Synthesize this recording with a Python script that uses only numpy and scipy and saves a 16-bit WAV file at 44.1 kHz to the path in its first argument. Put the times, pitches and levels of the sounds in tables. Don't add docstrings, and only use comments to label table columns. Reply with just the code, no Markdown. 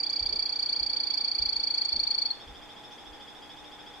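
import sys
import numpy as np
from scipy import signal
from scipy.fft import rfft, irfft, next_fast_len
from scipy.io import wavfile
from scipy.ndimage import uniform_filter1d

SR = 44100
rng = np.random.default_rng(int(sys.argv[2]) if len(sys.argv) > 2 else 0)


def int16_out(signal):
    q = np.round(np.clip(np.atleast_2d(signal).T, -1, 1) * 32767)
    wavfile.write(sys.argv[1], SR, q.astype(np.int16))


N = 176400


def near_frog():
    pitch_hz, sag_hz_per_s, swell_db_per_s = 2302, 21, 1.65
    closing_s, closing_hz, closing_db = 2.3105, 2195, -2.5
    times = note_times(first_s=.0029, gap_s=.03219, growth_s=.0000779, count=66)
    pitch_jitter, level_jitter, time_jitter, click_jitter = rng.standard_normal((len(times), 4)).T
    pitches = (pitch_hz - sag_hz_per_s * times) * (1 + .001 * pitch_jitter)
    levels = -.5 + swell_db_per_s * times + level_jitter
    envelope, phase = notes(np.append(times + .000311 * time_jitter, closing_s),
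                            np.append(pitches, closing_hz), np.append(levels, closing_db),
                            sweep_hz_per_s=15000, bend_hz_per_s2=150000, rough_hz=16,
                            attack_s=.0098, release_s=.007)
    fundamental = undb(-27) * resonate(envelope * np.sin(phase), hz=2380, width_hz=110)
    second = envelope * np.sin(2 * phase)
    third = undb(-25) * resonate(envelope * np.sin(3 * phase), hz=5013, width_hz=450)
    rasp = undb(-42.5) * envelope * hiss(hz=5044, width_hz=980)
    t = clock() + .004
    click_envelope = sum(undb(db) * np.maximum(1 - abs(t - at) / .0042, 0)
                         for at, db in zip(times, -54.5 + 7 * click_jitter))
    return fundamental + second + third + rasp + click_envelope * hiss(hz=6700, width_hz=1900)


def terrarium(voice):
    # delay/ms, level/dB
    glass_left = [(0, -15), (.552, -14), (3.954, -25), (5.156, -20), (14.272, -47)]
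    glass_right = [(0, -18.6), (.797, -17.5), (3.334, -25), (5.235, -26), (7.334, -25.5), (11.635, -32.5)]
    right_lag_ms = .187
    left = echoes(voice, glass_left)
    right = echoes(voice, [(ms + right_lag_ms, db) for ms, db in glass_right])
    tank = undb(-37) * reverb(voice, t60_s=.07)
    room = undb(-29.5) * reverb(voice, t60_s=.29)
    return np.array([left, right]) + tank + room


def far_frog():
    times = note_times(first_s=.046, gap_s=.07043, growth_s=.000064, count=56)
    pitch_jitter, level_jitter = rng.standard_normal((len(times), 2)).T
    envelope, phase = notes(times, 1683 * (1 + .007 * pitch_jitter), -48 + .56 * level_jitter,
                            sweep_hz_per_s=10000, bend_hz_per_s2=210000, rough_hz=48,
                            attack_s=.016, release_s=.034)
    voice = envelope * (np.sin(2 * phase) + undb(-8.5) * np.sin(3 * phase))
    voice += resonate(voice, hz=3510, width_hz=70)
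    return undb(-2) * voice + undb(2.5) * reverb(voice, t60_s=.24)


def fan():
    # f/Hz, level/dB
    hum_tones = [(120, -71.5), (240, -72), (300, -62.5), (478.5, -65.5), (598, -84.5), (798.5, -64),
                 (836, -59), (2509, -70)]
    # f/Hz, relative level/dB
    air_spectrum = [(25, -1), (60, 0), (100, -8), (170, -4.5), (260, 0.5), (450, -0.5), (620, -3), (840, 2),
                    (1100, -4), (2000, -6.5), (2800, -10.5), (4400, -17), (7000, -20.5), (10000, -27),
                    (15500, -34.5)]
    # f/Hz, correlation (-1 to 1)
    air_likeness = [(60, 0.023), (130, 0), (290, 0.052), (640, 0.62), (1400, 0.56), (3100, 0.65),
                    (12000, 0.016)]
    likeness, sides = over_spectrum(air_likeness), np.array([[1], [-1]])
    mid, side = rfft(rng.standard_normal((2, N)))
    stereo_noise = mid * np.sqrt(1 + likeness) + sides * side * np.sqrt(1 - likeness)
    out = undb(-50.5) * unit(irfft(undb(over_spectrum(air_spectrum)) * stereo_noise, N))
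    pitch_drift, waver_db = .002, 1.5
    for hz, db in hum_tones:
        phase = 2 * np.pi * np.cumsum(hz * (1 + pitch_drift * walk(14))) / SR
        out += np.sqrt(2) * undb(db + waver_db * walk(4.1)) * np.sin(phase + .1 * sides)
    return out


def thuds():
    # t/s, level/dB
    floor_blows = [(0.211, -44), (0.299, -53), (.8, -49.5), (1.394, -44.5), (1.465, -59), (1.931, -46.5),
                   (2.467, -46.5), (3.061, -54)]
    floor_hz, push_s, rumble_t60_s = 62, .014, .53
    t, blows, rumble = clock(), np.zeros(N), np.zeros(N)
    for at, db in floor_blows:
        age = np.maximum(t - at, 0)
        push = age / push_s * np.exp(1 - age / push_s)
        blows += undb(db) * push * np.sin(2 * np.pi * floor_hz * age)
        rumble += undb(db) * (1 - np.exp(-age / push_s)) * np.exp(-np.log(1000) * age / rumble_t60_s)
    return blows + undb(1) * rumble * hiss(hz=35, width_hz=50)


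def rustles_and_ticks():
    # peak t/s, fade/s, centre f/Hz, width/Hz, level/dB
    rustles = [(.33, 0.09, 325, 300, -47), (1.961, 0.1, 278, 256, -51), (2.932, 0.066, 6050, 800, -64),
               (3.6, 0.067, 6300, 800, -68)]
    # t/s, level/dB
    ticks = [(.103, -44), (1.42, -48), (1.569, -51), (1.752, -53)]
    tick_decay_s = .0053
    t, out = clock(), np.zeros((2, N))
    for at, fade_s, hz, width_hz, db in rustles:
        out += undb(db) * swell(t - at, fade_s / 2, fade_s) * wide_hiss(hz, width_hz)
    tick_envelope = sum(undb(db) * (t > at) * np.exp(-abs(t - at) / tick_decay_s) for at, db in ticks)
    return out + tick_envelope * wide_hiss(hz=6630, width_hz=730)


def note_times(first_s, gap_s, growth_s, count):
    k = np.arange(count)
    return first_s + gap_s * k + growth_s * k ** 2 / 2


def notes(times, pitches, levels, sweep_hz_per_s, bend_hz_per_s2, rough_hz, attack_s, release_s):
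    t, envelope, phase = clock(), np.zeros(N), np.zeros(N)
    for at, hz, db in zip(times, pitches, levels):
        span = slice(*np.searchsorted(t, [at - attack_s, at + release_s]))
        u = t[span] - at
        envelope[span] = undb(db) * swell(u, attack_s, release_s)
        glide_hz = hz + sweep_hz_per_s * u - bend_hz_per_s2 * u ** 2
        phase[span] = 2 * np.pi * (np.cumsum(glide_hz) / SR + rng.random())
    fade_in = np.minimum(t / .003, 1)
    roughness = 2 * np.pi * np.cumsum(rough_hz * walk(900)) / SR
    return envelope * fade_in, phase + roughness


def echoes(x, paths):
    size = next_fast_len(N + SR // 10)
    f = np.fft.rfftfreq(size, 1 / SR)
    response = sum(undb(db) * np.exp(-2j * np.pi * f * ms / 1000) for ms, db in paths)
    return irfft(rfft(x, size) * response, size)[:N]


def reverb(x, t60_s):
    t = clock()
    tail = rng.standard_normal((2, N)) * np.exp(-np.log(1000) * t / t60_s) * (1 - np.exp(-t / .002))
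    return signal.fftconvolve(x[None], unit(tail) / np.sqrt(N), axes=1)[:, :N]


def resonate(x, hz, width_hz):
    return signal.lfilter(*signal.iirpeak(hz, hz / width_hz, fs=SR), x + 1e-18)


def hiss(hz, width_hz):
    return unit(resonate(resonate(rng.standard_normal(N), hz, width_hz), hz, width_hz))


def wide_hiss(hz, width_hz):
    return unit(np.array([hiss(hz, width_hz), hiss(hz, width_hz)]) + hiss(hz, width_hz))


def walk(rate_hz):
    hold = int(SR / rate_hz)
    steps = np.repeat(rng.standard_normal(N // hold + 1), hold)
    return 1.3 * uniform_filter1d(uniform_filter1d(steps, hold), hold)[:N]


def swell(u, attack_s, release_s):
    return np.cos(np.pi / 2 * np.clip(np.where(u < 0, u / attack_s, u / release_s), -1, 1)) ** 2


def over_spectrum(table):
    hz, values = np.array(table).T
    return np.interp(np.log(np.fft.rfftfreq(N, 1 / SR) + 1), np.log(hz), values)


def undb(db):
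    return 10 ** (np.asarray(db) / 20)


def unit(x):
    return x / np.sqrt(np.mean(x ** 2))


def clock():
    return np.arange(N) / SR


def scene():
    return terrarium(near_frog()) + far_frog() + fan() + thuds() + rustles_and_ticks()


def record(dry):
    top_hz = 15700
    return signal.sosfilt(signal.ellip(10, .1, 70, top_hz, fs=SR, output="sos"), dry)


dry = scene()
out = record(dry)
int16_out(out)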